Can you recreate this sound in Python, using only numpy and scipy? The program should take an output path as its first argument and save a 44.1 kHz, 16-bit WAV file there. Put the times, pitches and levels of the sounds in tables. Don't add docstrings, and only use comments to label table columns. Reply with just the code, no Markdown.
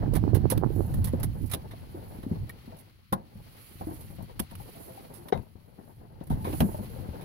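import sys
import numpy as np
from scipy import signal
from scipy.fft import rfft, irfft
from scipy.io import wavfile
from scipy.ndimage import uniform_filter1d, minimum_filter1d

SR = 44100
rng = np.random.default_rng(int(sys.argv[2]) if len(sys.argv) > 2 else 0)


def wrap_up_sound(samples):
    columns = np.atleast_2d(samples).T
    tamed = np.clip(columns, -1, 1)
    steps = np.round(tamed * 32767).astype(np.int16)
    wavfile.write(sys.argv[1], SR, steps)


def linear_from_db(decibels):
    return 10 ** (np.asarray(decibels, float) / 20)


N = 319284


def rms_one(x):
    return x / np.sqrt(np.mean(x ** 2) + 1e-20)


def in_time(rows):
    time_s, *columns = np.transpose(rows)
    return [np.interp(np.arange(N) / SR, time_s, column) for column in columns]


def at_hz(points, hz):
    points = np.array(points)
    return np.interp(np.log(hz), np.log(np.maximum(points[:, 0], 1)), points[:, 1])


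def coloured(x, spectrum, tilt=((1, 0), (2, 0)), share=0, size=8192):
    hz = np.maximum(np.arange(size // 2 + 1) * SR / size, 1)
    level_db = np.maximum(at_hz(spectrum, hz), -90)
    level_db = level_db - 10 * np.log10(np.mean(linear_from_db(2 * level_db)))
    level_db = level_db + share * at_hz(tilt, hz)
    cepstrum = irfft(np.log(linear_from_db(level_db)))
    cepstrum[1:size // 2] *= 2
    cepstrum[size // 2 + 1:] = 0
    impulse = irfft(np.exp(rfft(cepstrum)))
    return signal.fftconvolve(x, impulse)[:N]


def drift(rate_hz):
    r = np.exp(-80 * np.pi * rate_hz / SR)
    noise = rng.standard_normal(N // 40 + 2002)
    slow = signal.lfilter([1], [1, -2 * r, r * r], noise)[2000:]
    return np.interp(np.arange(N) / 40, np.arange(len(slow)), rms_one(slow))


def panned(pan_db):
    left_power = 1 / (1 + linear_from_db(-2 * np.asarray(pan_db)))
    return np.sqrt(2 * np.array([left_power, 1 - left_power]))


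def noise_pair(alike):
    common, own = rng.standard_normal(N), rng.standard_normal((2, N))
    return np.sqrt(alike) * common + np.sqrt(1 - alike) * own


def ring(x, hz, t60_s):
    r, w = linear_from_db(-60 / (t60_s * SR)), 2 * np.pi * hz / SR
    return signal.lfilter([0, np.sin(w)], [1, -2 * r * np.cos(w), r * r], x)


def add(out, start_s, sound, pan_db):
    at = round(start_s * SR)
    out[:, at:at + sound.shape[-1]] += panned(pan_db)[:, None] * sound[..., :N - at]


# time_s, left_minus_right_db
FACING = [(0.0, -12.5), (0.8, -8), (1.0, -1), (2.45, 2.5), (2.7, 3), (3.8, 0), (4.1, 9.5), (4.6, 6.5),
          (4.75, -5), (5.25, 2), (5.35, 12), (6.22, 13), (6.3, 1), (6.75, -0.5), (6.8, 4), (7.24, 3.5)]


def facing_db():
    return in_time(FACING)[0]


def swell(top_s, level_db, rise_s, fall_s, drop_db=20):
    t = np.arange(N) / SR - top_s
    return linear_from_db(2 * (level_db - drop_db * np.maximum(-t / rise_s, t / fall_s)))


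# time_s, level_db
BOOM_LEVEL = [(0.0, -25.5), (0.85, -33), (1.3, -36.5), (1.57, -41.5), (2.5, -47), (3.08, -58.5), (3.2, -49),
              (3.65, -73), (4.05, -69), (4.45, -62), (4.7, -55), (5.26, -50), (5.32, -70), (5.5, -52),
              (5.92, -58.5), (6.2, -70), (6.4, -35.5), (7.24, -45)]
# top_s, level_db, rise_s, fall_s, left_minus_right_db
BOOM_SWELLS = [(0.14, -22, 0.19, 0.42, -24), (0.34, -12, 0.018, 0.034, -32), (0.46, -18, 0.16, 0.058, -27),
               (0.579, -16, 0.057, 0.042, -13), (0.66, -22.5, .1, 0.12, -22),
               (0.81, -23.5, 0.19, 0.084, -25), (0.99, -21.5, 0.17, 0.22, -2), (1.27, -26.5, 0.4, 0.22, -6),
               (1.43, -22, 0.039, 0.083, -28), (2.438, -29.5, 0.23, 0.052, -1.5),
               (3.37, -44.5, .08, 0.43, 0), (3.85, -40.5, 0.18, 0.97, -0.5), (4.23, -39.5, 0.2, 0.078, 10),
               (4.419, -32, 0.086, 0.036, 5), (4.58, -39, 0.13, 0.18, 3.5), (5.379, -31.5, 0.027, 0.07, 14),
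               (5.97, -47.5, 0.02, .24, -2), (6.33, -20, 0.042, 0.07, 0), (6.63, -34, 0.64, 0.2, -2),
               (7.0, -36, 0.18, 0.23, 13)]


def boom_control(turn_db, turn_share=0.56):
    power = linear_from_db(2 * in_time(BOOM_LEVEL)[0]) * panned(turn_share * turn_db) ** 2
    for *shape, pan_db in BOOM_SWELLS:
        power = power + swell(*shape) * panned(pan_db)[:, None] ** 2
    level_db = 10 * np.log10(power.mean(axis=0))
    pan_db = 10 * np.log10(power[0] / power[1])
    return level_db, pan_db


# frequency_hz, density_db
RUMBLE_SPECTRUM = [(12, -23), (20, -7.5), (54, -3.5), (102, 3.5), (188, -8.5), (221, -10), (260, -16.5),
                   (340, -19), (570, -120)]


def rumble(level_db, pan_db, alike=0.44, steady=0.38, gain_db=-1.5):
    pair = np.array([coloured(x, RUMBLE_SPECTRUM) for x in noise_pair(alike)])
    strength = np.sqrt(uniform_filter1d(pair ** 2, size=1300, axis=1) + 1e-3)
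    return linear_from_db(level_db + gain_db) * panned(pan_db) * pair / strength ** steady


# top_s, level_db, edge_db
AIR_PUFFS = [(0.08, -19, -20), (0.1357, -24.5, -3.5), (0.1608, -17.5, -28), (0.2395, -14, -11),
             (0.279, -15.5, -8.5), (0.334, -15.5, -10), (0.3558, -21.5, -1.5), (0.372, -18, -9),
             (0.4556, -13, -7.5), (0.5062, -29, -11), (0.5784, -19.5, -20), (0.6286, -17.5, -1),
             (0.6363, -14.5, 7.5), (0.663, -15.5, -8), (0.706, -22, -28), (0.7646, -21, -17),
             (0.7976, -20, -26), (0.807, -16.5, -5), (1.4144, -28, -32), (1.4411, -31.5, -35)]


def puffs(swing_hz=315, scatter=0.2, swing_s=0.0018, edge_hz=700, edge_s=0.00052, pan_db=-22):
    out, t = np.zeros((2, N)), np.arange(-600, 600) / SR
    flutter_s, flutter_db, flutter_edge_db = 0.0104, -10.5, -4.5
    gaps_s = flutter_s * rng.uniform(0.797, 1.4, (len(AIR_PUFFS), 2)) * [-1, 1]
    every = [*AIR_PUFFS]
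    for (top_s, level_db, edge_db), pair_s in zip(AIR_PUFFS, gaps_s):
        for gap_s in pair_s:
            every.append((top_s + gap_s, level_db + flutter_db, edge_db + flutter_edge_db))
    for (top_s, level_db, edge_db), draw in zip(every, rng.standard_normal((len(every), 4))):
        swing = np.cos(2 * np.pi * swing_hz * (1 + scatter * draw[0]) * t + 0.5 * draw[1])
        swing = swing / (1 + (t / swing_s) ** 2)
        edge = np.cos(2 * np.pi * edge_hz * (1 + scatter * draw[2]) * t + 0.5 * draw[3])
        edge = edge / (1 + (t / edge_s) ** 2)
        add(out, max(top_s + t[0], 0), -linear_from_db(level_db) * (swing + linear_from_db(edge_db) * edge), pan_db)
    return out


# frequency_hz, level_db (relative), t60_s
BUCKLE_MODES = [(189, -14, 0.032), (413, 8.5, 0.017), (498, -9, 0.031), (750, -1, 0.028), (880, -11, 0.023),
                (1220, -19, 0.025), (1505, -19, 0.024), (2065, -43, 0.13), (3740, -43.5, 0.14),
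                (3820, -29, 0.034)]


def buckle(start_s=5.3238, level_db=-0.5, pan_db=10, build_s=0.0019):
    out, t = np.zeros((2, N)), np.arange(9000) / SR
    sound = np.zeros(len(t))
    for k, (hz, mode_db, t60_s) in enumerate(BUCKLE_MODES):
        sign = (-1) ** k
        sound += sign * linear_from_db(mode_db - 60 * t / t60_s) * np.sin(2 * np.pi * hz * t)
    sound *= 1 - np.exp(-(t / build_s) ** 2)
    add(out, start_s, linear_from_db(level_db) * sound / np.abs(sound).max(), pan_db)
    return out


# start_s, level_db, pitch_hz, trim_db (relative to the low part), t60_s
DULL_KNOCKS = [(0.16, -21.5, 177, -9, 0.085), (0.366, -22, 170, -26, 0.051), (0.519, -23, 244, -3, 0.054),
               (1.134, -20.5, 227, -18, 0.06), (1.24, -37.5, 167, 5.5, 0.032), (1.533, -33, 170, 0, 0.14),
               (1.734, -55, 218, 13.5, 0.058), (1.943, -41, 350, -7, 0.19), (2.186, -36.5, 236, -29, 0.054),
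               (2.233, -36, 237, -6, 0.026), (2.263, -29.5, 224, -40, 0.083),
               (2.312, -24.5, 179, -43, 0.098), (2.675, -41, 222, -6.5, 0.12), (2.72, -53.5, 168, 8, 0.26),
               (3.1218, -29, 207, 4.5, 0.18), (3.353, -47, 182, -11, 0.22), (3.754, -42.5, 175, -23, 0.068),
               (3.809, -36, 179, 4, 0.11), (3.868, -33.5, 314, -6, 0.23), (3.908, -47, 348, 8, 0.099),
               (4.1, -42, 169, -6, 0.16), (4.183, -37.5, 203, -9, 0.1), (4.203, -43.5, 188, 0.5, 0.042),
               (4.227, -34.5, 164, -24, 0.042), (4.294, -49.5, 490, 4, 0.083),
               (4.398, -31.5, 239, 0.5, 0.068), (4.516, -44, 208, -1, 0.16), (4.597, -44.5, 194, -4, 0.073),
               (5.338, -32.5, 204, 0, 0.14), (5.391, -38.5, 250, -8, 0.058), (5.43, -47, 220, -10, 0.038),
               (5.553, -43, 191, -10, 0.059), (5.892, -50, 213, -2, 0.15), (6.209, -36.5, 230, -3.5, 0.085),
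               (6.303, -23, 212, -9, 0.079), (6.322, -26.5, 168, -16, 0.1), (6.448, -39, 288, 4, 0.12),
               (6.47, -34, 337, -1.5, 0.16), (6.5, -37.5, 304, -2, 0.15), (6.532, -32, 236, -1, 0.098),
               (6.6035, -18.5, 216, -7, 0.1), (6.6165, -19.5, 188, -28, 0.16),
               (6.688, -34, 432, -20, 0.029), (6.744, -35.5, 170.4, -6, 0.044),
               (6.789, -34, 223, -20, 0.11), (6.998, -35.5, 95, -28, .07), (7.086, -32, 132, -17, 0.074)]
# frequency_hz, level_db (relative), t60_s
TRIM_MODES = [(347, 6, 0.016), (534, 1.5, 0.033), (664, -1.5, 0.034), (770, 6, 0.021), (905, -4.5, 0.052),
              (1000, -17, 0.035), (1240, -21, 0.026), (1526, -8.5, 0.021)]


def knocks(turn_db, alike=0.68, rattle_db=-25, soft_hz=1300, own_share=0.27, thud_db=-12, thud_hz=100,
           tail_db=-16, tail_stretch=2.0, build_s=0.0021, gain_db=6.5):
    out, t = np.zeros((2, N)), np.arange(14000) / SR
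    n = len(t)
    soft = signal.butter(2, [80, soft_hz], "band", fs=SR, output="sos")
    draws = rng.standard_normal((len(DULL_KNOCKS), 3, n + len(TRIM_MODES)))
    for (start_s, level_db, pitch_hz, trim_db, t60_s), draw in zip(DULL_KNOCKS, draws):
        shake = linear_from_db(-60 * t / t60_s) + linear_from_db(tail_db - 60 * t / (tail_stretch * t60_s))
        rattle = np.sqrt(alike) * draw[0, :n] + np.sqrt(1 - alike) * draw[1:, :n]
        contact = rattle * shake * linear_from_db(rattle_db)
        contact[:, 0] = -1
        contact = signal.sosfilt(soft, contact)
        struck = rms_one(ring(contact, pitch_hz, own_share * t60_s))
        thud = rms_one(ring(contact, thud_hz, t60_s))
        low = struck + linear_from_db(thud_db) * thud
        spot_db = 3 * draw[0, n:]
        trim = sum(linear_from_db(mode_db + d) * ring(contact, hz, ring_s)
                   for (hz, mode_db, ring_s), d in zip(TRIM_MODES, spot_db))
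        build = 1 - np.exp(-(t / build_s) ** 2)
        low, trim = low * build, trim * build
        sound = low / np.abs(low).max() + linear_from_db(trim_db) * trim / np.abs(trim).max()
        add(out, start_s, linear_from_db(level_db + gain_db) * sound, turn_db[round(start_s * SR)])
    return out


# start_s, level_db, pitch_hz, t60_s
SMALL_PARTS = [(0.522, -20, 520, 0.049), (1.134, -22.5, 523, 0.05), (0.516, -42, 5370, .03),
               (1.535, -32, 3740, 0.02), (2.495, -36.5, 2260, 0.032), (2.497, -32.5, 1880, 0.029),
               (3.126, -30, 514, 0.041), (3.1265, -17.5, 812, 0.044), (3.128, -16, 1052, 0.055),
               (3.129, -40, 3600, 0.045), (3.132, -34, 1420, 0.054), (4.396, -32, 810, 0.059),
               (4.398, -33, 3440, 0.026), (4.599, -38, 830, 0.078), (4.75, -48.5, 674, 0.29),
               (4.803, -48, 684, 0.22), (4.878, -48, 664, 0.38), (4.895, -45, 524, 0.22),
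               (4.974, -37.5, 790, 0.1), (5.052, -42.5, 498, 0.08), (5.18, -45.5, 347, 0.33),
               (6.309, -26, 905, 0.055), (6.404, -42, 865, 0.28), (6.449, -31, 1060, .08),
               (6.468, -31, 495, 0.11), (6.535, -35, 746, 0.07), (6.604, -24, 720, 0.047),
               (6.665, -35, 443, 0.099), (6.744, -27.5, 600, 0.052), (6.744, -30, 880, 0.054),
               (6.784, -32, 616, 0.058), (6.898, -42, 464, 0.14), (6.96, -34.5, 520, 0.085),
               (7.021, -42.5, 499, 0.21), (7.081, -43, 562, 0.14), (7.14, -36, 490, 0.08),
               (6.686, -35, 893, .06)]


def pings(build_s=0.0019, pan_db=5.0):
    out, t = np.zeros((2, N)), np.arange(9000) / SR
    for (start_s, level_db, pitch_hz, t60_s), phase in zip(SMALL_PARTS, rng.random(len(SMALL_PARTS))):
        note = linear_from_db(level_db - 60 * t / t60_s) * np.sin(2 * np.pi * (pitch_hz * t + phase))
        add(out, start_s, note * (1 - np.exp(-(t / build_s) ** 2)), pan_db)
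    return out


# start_s, level_db, low_db (gain of low part), ring_hz, length_s
BRIGHT_CLICKS = [(0.136, -36.5, -1, 1900, 0.013), (0.152, -30.5, -1.5, 2310, 0.021),
                 (0.346, -31.5, -1, 2090, 0.022), (0.5002, -20.5, -10, 2830, 0.011),
                 (0.511, -24.5, -6, 4430, 0.018), (0.576, -32, -1.5, 5030, 0.0049),
                 (0.939, -38.5, -3.5, 1930, 0.012), (1.0428, -26.5, -11, 4480, 0.017),
                 (1.071, -37, -2.5, 2010, 0.023), (1.127, -51, 5, 1920, 0.015),
                 (1.1986, -38, -11, 2660, 0.01), (1.2305, -26.5, -6.5, 2110, 0.014),
                 (1.459, -44, -26, 2500, 0.026), (1.497, -41, -5, 2500, 0.018),
                 (1.5134, -29.5, -4.5, 4200, 0.023), (1.534, -22.5, -2, 4000, 0.014),
                 (1.709, -51, 9, 2170, 0.023), (2.229, -52.5, 6.5, 2030, 0.012),
                 (2.493, -40.5, 0.5, 2150, 0.012), (2.767, -52, -16, 4150, 0.017),
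                 (2.786, -47, -11, 3850, 0.025), (3.1249, -27.5, -0.5, 1960, 0.013),
                 (4.007, -45.5, -7, 4530, 0.02), (4.224, -47, -22, 3220, 0.0062),
                 (4.3936, -26.5, -2, 3370, 0.01), (4.398, -20.5, -11, 2460, 0.005),
                 (4.51, -47.5, 2, 1900, 0.016), (4.552, -39, -1.5, 3080, 0.007),
                 (5.137, -43.5, -8, 2120, 0.055), (5.284, -40.5, 2, 1940, 0.0091),
                 (5.3233, -41.5, 24.5, 2240, 0.0049), (5.375, -49.5, 10, 2600, 0.0036),
                 (6.203, -70, 18.5, 1960, 0.021), (6.236, -52, -5, 2850, 0.01),
                 (6.269, -48.5, -5, 2200, 0.013), (6.2997, -45.5, 1.5, 2050, 0.047),
                 (6.444, -45, 7, 2370, 0.05), (6.526, -46.5, 9.5, 3000, 0.016),
                 (6.6039, -23.5, 2, 3280, 0.0067), (6.609, -35, 3, 2860, 0.015),
                 (7.21, -50.5, 3, 2540, 0.034)]
# frequency_hz, density_db
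CLICK_LOW_SPECTRUM = [(600, 0), (1000, 7), (1500, -0.5), (2200, -1), (3000, 0), (3800, 1), (4800, -12.5),
                      (6000, -13.5), (8000, -47)]
# frequency_hz, density_db
CLICK_HIGH_SPECTRUM = [(2650, -46), (4500, -4.5), (5670, -6.5), (7470, -7.5), (8180, -6), (10800, 0.5),
                       (11500, -2.5), (12400, -2.5), (15300, -4), (16300, -11)]
# frequency_hz, left_minus_right_db
PORT_TILT = [(4500, 20), (6500, 15.5), (8200, 5.5), (10500, -11), (13000, -7), (16000, 3)]


def clicks(grain_db=3.5, grain_s=0.001, alike=0.12, tail_db=-16, tail_s=0.018, rise_s=0.00068,
           ring_db=-25, ring_s=0.0086, low_pan_db=-3.0, high_pan_db=-16, gain_db=-9):
    low, high, t = np.zeros((2, N)), np.zeros((2, N)), np.arange(8000) / SR
    draws = rng.standard_normal((len(BRIGHT_CLICKS), 4, len(t)))
    for (start_s, level_db, low_db, hz, length_s), draw in zip(BRIGHT_CLICKS, draws):
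        shape = np.minimum(t / rise_s, 1) * np.exp(-(t / length_s) ** 2)
        shape = shape + linear_from_db(tail_db) * np.exp(-t / tail_s)
        contacts = np.sqrt(alike) * draw[0] + np.sqrt(1 - alike) * draw[1:3]
        lumps = rms_one(uniform_filter1d(draw[3], size=round(grain_s * SR)))
        settle = np.minimum(t / length_s, 1)
        burst = contacts * linear_from_db(grain_db * lumps * settle + level_db + gain_db) * shape
        add(high, start_s, burst, high_pan_db)
        add(low, start_s, linear_from_db(low_db) * (burst + linear_from_db(ring_db) * ring(burst, hz, ring_s)), low_pan_db)
    return np.array([coloured(a, CLICK_LOW_SPECTRUM) + coloured(b, CLICK_HIGH_SPECTRUM, PORT_TILT, side)
                     for a, b, side in zip(low, high, (0.5, -0.5))])


# time_s, level_db
STIR_LEVEL = [(0.0, -39), (0.16, -43.5), (0.6, -42.5), (1.19, -44), (1.45, -53.5), (2.3, -48), (2.7, -56.5),
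              (3.15, -73), (3.27, -56), (3.77, -58), (4.01, -53), (4.44, -63.5), (4.64, -50.5), (5.4, -52),
              (5.53, -62.5), (6.05, -53.5), (6.23, -58), (6.51, -44), (7.04, -47.5), (7.24, -41)]
# frequency_hz, density_db
BODY_SPECTRUM = [(71, -41), (120, -10.5), (156, -7.5), (220, -8.5), (265, -12), (445, -13.5), (530, -14),
                 (610, -17), (882, -16), (1170, -29.5), (1600, -31), (2080, -40), (3520, -120)]


def body(turn_db, alike=0.47, seat_pan_db=2, turn_share=0.48, gain_db=-2):
    level_db = in_time(STIR_LEVEL)[0]
    pan_db = seat_pan_db + turn_share * turn_db
    uneven = linear_from_db(2.68 * drift(45) + 3.0 * drift(10.9))
    pair = np.array([coloured(x * uneven, BODY_SPECTRUM) for x in noise_pair(alike)])
    return linear_from_db(level_db + gain_db) * panned(pan_db) * pair


# top_s, level_db, rise_s, fall_s
CLOTH_STROKES = [(0.75, -59, 0.043, 0.68), (0.97, -62, 0.72, 0.048), (1.43, -63, 0.26, 0.21),
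                 (2.12, -65, 1.14, 0.77), (2.7, -75, 0.35, 0.43), (3.65, -60, 0.39, 0.59),
                 (3.95, -59, 0.39, 0.52), (4.62, -61, 0.13, 0.52), (4.82, -57.5, 0.28, 0.5),
                 (5.24, -66.5, 0.2, 0.47), (5.89, -71.5, 0.49, 0.53), (6.58, -48.5, 0.23, 0.34),
                 (6.8, -61.5, 0.35, 1)]
# frequency_hz, density_db
CLOTH_SPECTRUM = [(4120, -18.5), (7000, -7.5), (8060, -12.5), (9970, -4.5), (11200, -3.5), (13400, -5.5),
                  (15200, -3.5), (15800, -22), (16300, -37)]


def cloth(air_db, rest_db=-37, alike=0.23, flicker_db=1.5, pan_db=-16, gain_db=2.0):
    power = linear_from_db(2 * (air_db + rest_db)) + sum(swell(*row) for row in CLOTH_STROKES)
    level_db = 10 * np.log10(power)
    pair = noise_pair(alike) * linear_from_db(flicker_db * drift(39))
    pair = np.array([coloured(x, CLOTH_SPECTRUM, PORT_TILT, side) for x, side in zip(pair, (0.5, -0.5))])
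    return linear_from_db(level_db + gain_db) * panned(pan_db)[:, None] * pair


# time_s, level_db
AIR_LEVEL = [(0.0, -60), (1.0, -61.5), (2.7, -62.5), (3.17, -69), (3.55, -59.5), (4.0, -61.5), (5.0, -59.5),
             (5.51, -70.5), (6.25, -71), (6.53, -55), (6.68, -60), (7.24, -59)]


def airflow_db():
    return in_time(AIR_LEVEL)[0]


# frequency_hz, density_db
AIR_SPECTRUM = [(650, -26), (1100, 4), (1680, -1), (1990, 3.5), (2520, 1.5), (3120, 1.5), (3570, -3.5),
                (4310, 0), (5220, -7.5), (7220, -16), (8360, -13.5), (10100, -17.5), (11300, -9),
                (15100, -10), (16000, 1.5)]
# frequency_hz, left_minus_right_db
AIR_TILT = [(1290, 3), (2380, -1), (4400, 11), (6500, 8), (8100, -0.5), (10500, -23.5), (13000, 0.5),
            (16000, -8)]


def air(level_db, alike=0.063, flicker_db=1.33, gain_db=3.5):
    pair = noise_pair(alike) * linear_from_db(flicker_db * drift(20.0))
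    pair = np.array([coloured(x, AIR_SPECTRUM, AIR_TILT, side) for x, side in zip(pair, (0.5, -0.5))])
    return linear_from_db(level_db + gain_db) * pair


def scene():
    turn_db, air_db = facing_db(), airflow_db()
    cab = rumble(*boom_control(turn_db)) + puffs()
    cab = cab + buckle() + knocks(turn_db) + pings() + clicks()
    cab = cab + body(turn_db) + cloth(air_db) + air(air_db)
    left_lag = 21
    return np.array([np.pad(cab[0], (left_lag, 0))[:N], cab[1]])


def roll_off(x):
    return signal.sosfilt(signal.butter(12, 16970, fs=SR, output="sos"), x)


def record(dry):
    limit, look_ahead_s, cutoff_hz = 0.46, 0.02, 16100
    ahead = round(look_ahead_s * SR)
    room = limit / np.maximum(np.abs(dry).max(axis=0), limit)
    gain = minimum_filter1d(room, size=ahead, origin=-(ahead // 2) + 88)
    limited = dry * uniform_filter1d(gain, size=88)
    low_pass = signal.cheby2(16, 45, cutoff_hz, fs=SR, output="sos")
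    mix = signal.sosfilt(low_pass, limited)
    return roll_off(mix)


dry = scene()
out = record(dry)
wrap_up_sound(out)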